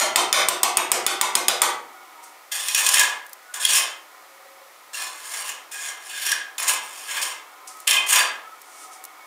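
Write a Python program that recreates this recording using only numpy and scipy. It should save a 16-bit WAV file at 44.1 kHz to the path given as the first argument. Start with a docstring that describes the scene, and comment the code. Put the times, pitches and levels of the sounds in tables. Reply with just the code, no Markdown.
"""A steel trowel raps a tile into mortar on a block wall twelve times; each impact excites damped modes.
The bare masonry room reverberates, and a building site drones and whines faintly outside.
From about two seconds on, a hand rubs the tile, crumbs tick, and the trowel scrapes in gritty strokes.
Stick-slip friction drives the blade's resonances; it catches on grains and judders; blade and room ring.
The last rubs and crumbs sound over the drone."""
import sys
import numpy as np
from scipy import signal
from scipy.fft import rfft, irfft, next_fast_len
from scipy.io import wavfile
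from scipy.ndimage import uniform_filter1d, minimum_filter1d

SR = 44100
rng = np.random.default_rng(int(sys.argv[2]) if len(sys.argv) > 2 else 0)


def digitize_waveform(pressure):
    """Quantize a signal to 16-bit integers and store it at the path in sys.argv[1].

    Rows of a 2-D input are taken as channels; values are limited to [-1, 1].
    """
    field = np.atleast_2d(pressure).T
    bounded = np.clip(field, -1, 1)
    quanta = np.round(bounded * 32767).astype(np.int16)
    wavfile.write(sys.argv[1], SR, quanta)


N = 408366

# lower and upper resonances of the steel blade: pitch_hz, width_hz, level_db
BLADE_LOW_MODES = [(1662, 83, 7), (1922, 300, 4.5), (2066, 106, 1.5), (2480, 20, 10.5), (2910, 930, -2.5),
                   (3192, 57, 9.5), (3510, 82, -0.5)]
BLADE_HIGH_MODES = [(4110, 440, -13), (4596, 81, 1), (5290, 300, -2.5), (5730, 42, 5.5), (6864, 710, -1),
                    (8590, 140, 6), (9200, 220, 0), (10020, 105, 5.5), (10400, 1500, -16.5),
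                    (13300, 950, -5), (14500, 1100, -16)]


def from_db(db):
    """Amplitude ratio of a level in decibels."""
    return 10 ** (np.asarray(db) / 20)


def rms_one(x):
    """Normalisation to unit mean power."""
    return x / np.sqrt(np.mean(x ** 2) + 1e-20)


def at_hz(points, hz, column=1):
    """Interpolation of a table on a logarithmic frequency axis."""
    points = np.array(points)
    return np.interp(np.log(hz + 1e-9), np.log(points[:, 0]), points[:, column])


def add(out, start_s, sound):
    """Superposition: a sound joins the mix at start_s."""
    start = max(round(start_s * SR), 0)
    out[start:start + len(sound)] += sound[:N - start]


def butter(x, hz, kind, order=2):
    """Causal Butterworth filtering."""
    return signal.sosfilt(signal.butter(order, np.clip(hz, 10, .45 * SR), kind, fs=SR, output="sos"), x)


def coloured(x, spectrum):
    """Source and filter: an excitation is weighted by a spectral envelope; rms 1."""
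    size = next_fast_len(N)
    envelope = from_db(at_hz(spectrum, np.fft.rfftfreq(size, 1 / SR)))
    return rms_one(irfft(rfft(x, size) * envelope, size)[:N])


def drift(per_s, size=N):
    """Random modulation: straight lines join Gaussian values of unit spread."""
    knots = rng.standard_normal(int(size / SR * per_s) + 2)
    return np.interp(np.arange(size) * per_s / SR, np.arange(len(knots)), knots)


def resonate(x, modes, shift_db=0, shifts_per_s=18, alternate=True):
    """Forced response of parallel resonators; shift_db varies the drive of each, like a moving contact."""
    out = 0
    for k, (hz, width_hz, level_db) in enumerate(modes):
        radius = np.exp(-np.pi * width_hz / SR)
        gain = (-1) ** (k * alternate) * from_db(level_db) * (1 - radius * radius) / 2
        feedback = [1, -2 * radius * np.cos(2 * np.pi * hz / SR), radius * radius]
        drive = x * from_db(shift_db * drift(shifts_per_s)) if shift_db else x
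        out = out + signal.lfilter([gain, 0, -gain], feedback, drive + 1e-18)
    return out


def crunch(decay_s):
    """Brittle fracture: the tiny cracks of one contact merge into decaying noise; energy 1."""
    t = np.arange(SR // 8) / SR
    burst = rng.standard_normal(len(t)) * np.exp(-t / decay_s)
    return burst / np.linalg.norm(burst)


def grains(per_s, spread_db):
    """Shot noise: sand grains of uneven size break at random moments; rms 1."""
    sizes = from_db(spread_db * np.minimum(rng.exponential(1, N), 4))
    return rms_one((rng.random(N) < per_s / SR) * sizes * rng.choice([-1, 1], N))


def pushes(rows, trim_db, fall_db_per_s, hold_s=0, bite_s=0.0053):
    """Friction envelope: each push bites, swells or eases, then dies as the hand lifts; powers add."""
    start_s, length_s, swell_db, level_db = np.transpose(rows)[:4, :, None]
    steps = np.arange(0, N, 32)
    t = steps / SR - start_s
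    push_db = swell_db * (np.clip(t / length_s, 0, 1) - 1)
    lift_db = fall_db_per_s * np.clip(t - length_s - hold_s, 0, 1)
    gain = np.clip(t / bite_s, 0, 1) * from_db(level_db + trim_db + push_db - lift_db)
    return np.interp(np.arange(N), steps, np.linalg.norm(gain, axis=0))


def rough_tones(rows, waver, waver_per_s, rough_db=6.0):
    """Random amplitude and frequency modulation roughens short tones that swell and fade."""
    out = np.zeros(N)
    for start_s, level_db, length_s, hz in rows:
        size = int(length_s * SR)
        pitch_hz = hz * (1 + waver * drift(waver_per_s, SR)[:size])
        roughness = rms_one(from_db(rough_db * drift(waver_per_s, SR)[:size]))
        swell = signal.windows.tukey(size, .5) * from_db(level_db) * roughness
        add(out, start_s, swell * np.sin(2 * np.pi * np.cumsum(pitch_hz) / SR))
    return out


def raps(ring_db=-3, clink_db=10, crack_db=13, thump_db=32, vary_db=3, ring_room_db=-7, crack_room_db=15):
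    """Impact excitation: a crack, free modal decay and a wall thump; returns direct sound and room feed."""
    # blows on the tile: start_s, force_db, squareness_db, low_db, room_db
    blows = [(0.0, -13.5, -8, -97, 13.5), (0.159, -2, -6.5, -55, 2.5), (0.3281, 2, -8, -56, 3.5),
             (0.486, -0.5, -15.5, -78, -4), (0.632, -1.5, -14, -82, -0.5), (0.7708, -1.5, -19, -69, -1.5),
             (0.917, -0.5, -11.5, -80, -1), (1.065, -3, -9, -60, 0.5), (1.2123, -1, -16, -70, -2),
             (1.353, -3.5, -10, -82, 0), (1.483, -1.5, -10.5, -75, -1.5), (1.6182, -3.5, -11, -73, 3)]
    # ringing modes of the trowel, tile, wall and room: pitch_hz, level_db, t60_s
    ringing_modes = [(154, -43, 0.17), (262.6, -40.5, 0.21), (364.4, -27.5, 0.096), (500, -63, 0.11),
                     (640, -48, 0.16), (791, -21.5, 0.062), (978, -14.5, 0.039), (980, -19.5, 0.0087),
                     (1130, -30.5, 0.5), (1170, -16, 0.043), (2120, -3.5, 0.0089), (2530, -21.5, 0.14),
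                     (3088, -20, 0.17), (3503, -4, 0.018), (4570, -1, 0.0053), (5150, -10, 0.028),
                     (6934, -3.5, 0.023), (7670, -2.5, 0.011), (8815, 1.5, 0.017), (9880, -7.5, 0.024),
                     (13140, -42, 0.002), (13070, -4, 0.0061)]
    direct, room_feed = np.zeros(N), np.zeros(N)
    t = np.arange(SR // 2) / SR
    hz, level_db, t60_s = np.transpose(ringing_modes)[:, :, None]
    decay = from_db(level_db - 60 * t / t60_s)
    clinking = (hz > 2000) & (hz < 6000)   # a square hit brings out these middle modes
    for start_s, force_db, squareness_db, low_db, room_db in blows:
        strength_db = clinking * (squareness_db + clink_db) + vary_db * (2 * rng.random(hz.shape) - 1)
        strength = from_db(strength_db) * np.sign(rng.standard_normal(hz.shape))
        # damped modes shift with the point of contact
        detune = 1 + 0.00051 / t60_s * rng.standard_normal(hz.shape)
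        partials = strength * decay * np.cos(2 * np.pi * hz * detune * t)
        ring = from_db(force_db + ring_db) * np.sum(partials, axis=0)
        crack = from_db(force_db + crack_db) * butter(crunch(decay_s=0.0065), 850, "high")
        thump = from_db(low_db + thump_db) * np.sin(2 * np.pi * 45 * t) * np.exp(-t / .009)
        for sound in ring, crack, thump:
            add(direct, start_s, sound)
        add(room_feed, start_s, from_db(room_db + ring_room_db) * ring)
        # the crack reaches the walls from every side of the tile, so it is more spread out
        spread_crack = butter(crunch(decay_s=0.0074), 660, "high")
        add(room_feed, start_s, from_db(force_db + room_db + crack_room_db) * spread_crack)
    return direct, room_feed


def room_response(build_s=0.0059, hold_s=0.083):
    """Reverberation: reflections between bare walls build up, hold briefly, then die, treble first."""
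    # response of the masonry room: frequency_hz, level_db, t60_s
    room = [(60, 10, 0.51), (160, 3, 0.91), (345, 12.5, 0.66), (970, 9.5, 0.44), (3020, 2.5, 0.31),
            (6500, 0.5, 0.24), (10470, -8, 0.17), (11960, -2.5, 0.16), (15500, -48, 0.086)]
    t = np.arange(SR) / SR
    white = rng.standard_normal((2, SR))
    edges_hz = np.geomspace(50, 18000, 18)
    build = 1 - np.exp(-(t / build_s) ** 2)
    out = 0
    for k, (low, high) in enumerate(zip(edges_hz, edges_hz[1:])):
        hz = np.sqrt(low * high)
        fade_db = -60 * (np.hypot(t, hold_s) - hold_s) / at_hz(room, hz, column=2)
        band = butter(white[k % 2], [low, high], "band") * from_db(fade_db) * build
        gain = np.sqrt(2 * (high - low) / SR) * from_db(at_hz(room, hz))
        out = out + gain * band / np.linalg.norm(band)
    return out


def site(drone_db=-3, peaks_db=-5, air_db=-49.5):
    """Filtered noise: the distant site drones with narrow resonances, over an even hiss."""
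    # rise and fall of the drone: time_s, level_db
    drone_levels = [(0, -45), (2.3, -47.5), (2.45, -54), (4.45, -50.5), (4.85, -51.5), (7.45, -47.5),
                    (8.65, -49.5), (8.8, -46), (9.25, -47.5)]
    # spectral envelope of the drone: frequency_hz, level_db
    drone_spectrum = [(59, -75), (100, -81), (305, -5), (456, -7), (537, -36.5), (723, -1), (1160, 0),
                      (1270, 9), (1570, -22), (2140, -17), (3500, -15), (4550, -41), (7700, -120)]
    # resonances in the drone: pitch_hz, width_hz, level_db
    drone_modes = [(553, 3.2, -18), (757.4, 15, 9.5), (912, 17, -15), (1027, 5.3, 13.5), (1245, 13, -24),
                   (1428, 11, 9), (2115, 24, -12), (2220, 23, 5)]
    # spectral envelope of the hiss: frequency_hz, level_db
    air_spectrum = [(18, -95), (30, -30), (263, -22), (455, -10), (546, -4), (691, -4.5), (897, -4.5),
                    (1550, -8), (1910, -2.5), (2760, -11.5), (15500, -17)]
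    gain = from_db(np.interp(np.arange(N) / SR, *np.transpose(drone_levels)))
    drone = from_db(drone_db) * coloured(rng.standard_normal(N), drone_spectrum)
    peaks = resonate(rng.standard_normal(N), drone_modes, shift_db=-1.5, shifts_per_s=2.45)
    drone += from_db(peaks_db) * rms_one(peaks)
    air = from_db(air_db) * coloured(rng.standard_normal(N), air_spectrum)
    return gain * drone + air


def whines():
    """Modulated tones: faint whines waver in from the site."""
    # distant whines: start_s, level_db, length_s, pitch_hz
    far_tones = [(2.12, -47.5, 0.26, 940), (3.38, -45.5, 0.31, 1466), (4.15, -54.5, 0.67, 544),
                 (7.68, -46, 0.26, 1280), (8.42, -42, 0.15, 1302), (8.75, -48.5, 0.37, 1287)]
    return rough_tones(far_tones, waver=0.005, waver_per_s=70)


def rubs():
    """Sliding friction: the hand drags grit over the tile, and dense tiny contacts merge into a hiss."""
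    # pushes of the hand: start_s, length_s, swell_db, final_db
    hand_pushes = [(2.225, 0.016, 8, -44), (7.672, 0.01, -12, -37), (7.72, 0.093, 10, -47),
                   (8.6, 0.24, 15, -42), (8.91, 0.025, 10, -42.5)]
    # spectral envelope of grit on tile: frequency_hz, level_db
    rub_spectrum = [(1470, -40), (2500, -11), (4110, -10), (5750, -3), (8100, -3), (8810, 0), (15500, -22)]
    hiss = coloured(grains(per_s=20000, spread_db=3.5), rub_spectrum)
    return hiss * pushes(hand_pushes, trim_db=-2, fall_db_per_s=184)


def crumbs(trim_db=3):
    """Small, brief impacts radiate treble: falling mortar ticks dryly."""
    # crumbs landing: start_s, level_db
    landings = [(2.2393, -20), (3.265, -19), (3.2947, -21), (3.3313, -10), (7.7697, -22), (7.8017, -15),
                (8.6165, -16), (9.0397, -11), (9.051, -10)]
    out = np.zeros(N)
    for start_s, level_db in landings:
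        add(out, start_s, from_db(level_db + trim_db) * butter(crunch(decay_s=0.0031), 6100, "high"))
    return out


def scrapes(grit_db=-4, ring_db=-5, edge_db=-11, wall_db=-7, sand_db=-12, slip_db=2.0, edge_width_hz=480):
    """Stick-slip friction: sand breaking under the edge drives the blade's resonances and the wall."""
    # trowel strokes: start_s, length_s, swell_db, final_db, ringing_db, pressure_db, edge_hz
    strokes = [(2.514, 0.27, -2.5, -27.5, -5.5, -7.5, 3400), (2.755, 0.2, -1.5, -20, -8, -6.5, 2800),
               (2.934, 0.1, -2.5, -21, -1.5, -1.5, 1790), (3.538, 0.011, -9.5, -29.5, -6, 0, 3350),
               (3.596, 0.074, 10, -21, -2.5, -8.5, 3500), (3.682, 0.097, 5.5, -14, -9, -9.5, 3200),
               (4.93, 0.13, 0.5, -29.5, -5.5, -4, 4330), (5.121, 0.29, 13.5, -29.5, -7, -3, 1850),
               (5.426, 0.063, 18, -28, -5.5, -5.5, 2770), (5.712, 0.18, 1.5, -31, -2.5, -4.5, 1780),
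               (6.003, 0.3, 24, -21, -3, -6.5, 1780), (6.579, 0.064, 2.5, -26, -7, -1, 1780),
               (6.665, 0.017, 19, -12, -9.5, -7.5, 2500), (6.816, 0.49, 6.5, -34, -6.5, -2.5, 2700),
               (7.08, 0.1, 8, -27.5, 2, 1, 1790), (7.212, 0.0044, 3, -16.5, -9.5, -11, 2700),
               (7.87, 0.083, -7, -23, -1, -2, 2680), (8.058, 0.045, 21, -16, -3.5, -5, 2080),
               (8.121, 0.067, 1, -19.5, 1, 0, 2530)]
    # spectral envelope of mortar and block under the blade: frequency_hz, level_db
    wall_spectrum = [(40, -28), (150, -36.5), (260, -23.5), (400, -17), (600, -9.5), (790, -6), (1090, 3),
                     (1400, -1.5), (2000, 0), (4000, -17)]
    ringing_db, pressure_db, _ = np.transpose(strokes)[4:, :, None]
    slip = rms_one(from_db(slip_db * drift(per_s=130)))
    sand = grains(per_s=4000, spread_db=3.0) * slip
    grit = rms_one(resonate(sand, BLADE_HIGH_MODES, shift_db=2.5))
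    grit += from_db(sand_db) * butter(sand, 1600, "high")
    ring = rms_one(resonate(sand, BLADE_LOW_MODES, shift_db=3.0))
    steel = grit * pushes(strokes, grit_db, fall_db_per_s=244)
    steel += ring * pushes(strokes, ring_db + ringing_db, fall_db_per_s=202)
    # each grip of the edge favours one resonance
    for *push, stroke_ring_db, _, edge_hz in strokes:
        edge = rms_one(resonate(sand, [(edge_hz, edge_width_hz, 0)]))
        steel += edge * pushes([push], edge_db + stroke_ring_db, fall_db_per_s=202)
    # the blade still presses on the wall just after the push
    pressure = pushes(strokes, wall_db + pressure_db, fall_db_per_s=204, hold_s=0.0098)
    return butter(steel, 990, "high") + pressure * coloured(sand, wall_spectrum)


def catches(trim_db=12, low_db=-3, snap_db=-15):
    """Impulsive release: a large grain holds the edge, snaps and kicks the blade's modes."""
    # large grains snapping: start_s, level_db
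    snaps = [(2.5189, -8), (2.6845, -1), (2.7471, 6), (2.864, 4.5), (2.8889, 6), (2.941, 5.5), (2.9944, 8),
             (3.6506, 3.5), (6.2648, -6), (6.317, 2.5), (6.5813, -7), (6.629, -5), (7.1297, -30),
             (7.8759, 4), (7.909, 4.5), (8.1297, 3), (8.1589, 4)]
    kicks = np.zeros(N)
    for start_s, level_db in snaps:
        add(kicks, start_s, from_db(level_db + trim_db) * crunch(decay_s=0.0034))
    kicks = butter(kicks, 2340, "high", order=3)
    ring = resonate(kicks, BLADE_HIGH_MODES) + from_db(low_db) * resonate(kicks, BLADE_LOW_MODES)
    return ring + from_db(snap_db) * kicks


def after_ring(friction, trim_db=-2):
    """Resonance: narrow modes of the blade and room store energy and ring on after a stroke."""
    # narrow resonances of the blade and room: pitch_hz, width_hz, level_db
    narrow_modes = [(776, 12, -4), (1061, 14, -7), (1636, 13, 2), (2080, 12, 3), (2512, 18, -1),
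                    (2730, 16, -2), (3157, 10, 1), (3500, 18, 1), (4666, 16, 0)]
    return from_db(trim_db) * resonate(friction, narrow_modes, alternate=False)


def judders(trim_db=-1):
    """Friction-induced vibration: the blade judders briefly in a single mode."""
    # bursts of judder: start_s, level_db, length_s, pitch_hz
    bursts = [(2.938, -18, 0.02, 1712), (2.995, -20, 0.065, 1670), (3.648, -13, 0.014, 3310),
              (3.76, -35, 0.1, 2060), (3.77, -31, 0.1, 3135), (4.936, -33.5, 0.045, 2750),
              (4.94, -38, 0.11, 1732), (6.317, -14.5, 0.0165, 1660), (6.335, -32.5, 0.074, 1640),
              (7.875, -22.5, 0.14, 3130), (7.968, -17, 0.025, 2500), (8.12, -20.5, 0.023, 1640),
              (8.17, -24.5, 0.059, 4650), (8.207, -19.5, 0.025, 1645)]
    return from_db(trim_db) * rough_tones(bursts, waver=0.0047, waver_per_s=180)


def scene(scrape_room_db=-5):
    """Superposition: the work at the wall, the reverberation of raps and scraping, and the site."""
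    rap, rap_room_feed = raps()
    friction = scrapes() + catches()
    scraping = friction + after_ring(friction) + judders()
    room_feed = rap_room_feed + from_db(scrape_room_db) * scraping
    reverberation = signal.fftconvolve(room_feed, room_response())[:N]
    return (rap + scraping + reverberation + crumbs() + rubs() + site() + whines())[None]


def record(dry, ceiling_db=1.5, release_db_per_s=110, clip_level=.76, bass_cut_hz=135, top_cut_hz=15500):
    """Peak limiting: the gain ducks at loud peaks and recovers; the tallest clip; bass and top are cut."""
    over_db = np.maximum(20 * np.log10(np.abs(dry) + 1e-9) - ceiling_db, 0)
    recovery_db = release_db_per_s * np.arange(N) / SR
    gain_db = recovery_db - np.maximum.accumulate(over_db + recovery_db, axis=-1)
    smooth_db = uniform_filter1d(minimum_filter1d(gain_db, size=32), size=32)
    clipped = np.clip(dry * from_db(smooth_db), -clip_level, clip_level)
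    low_pass = signal.ellip(10, .1, 80, top_cut_hz, fs=SR, output="sos")
    return signal.sosfilt(low_pass, butter(clipped, bass_cut_hz, "high"))


dry = scene()
out = record(dry)
digitize_waveform(out)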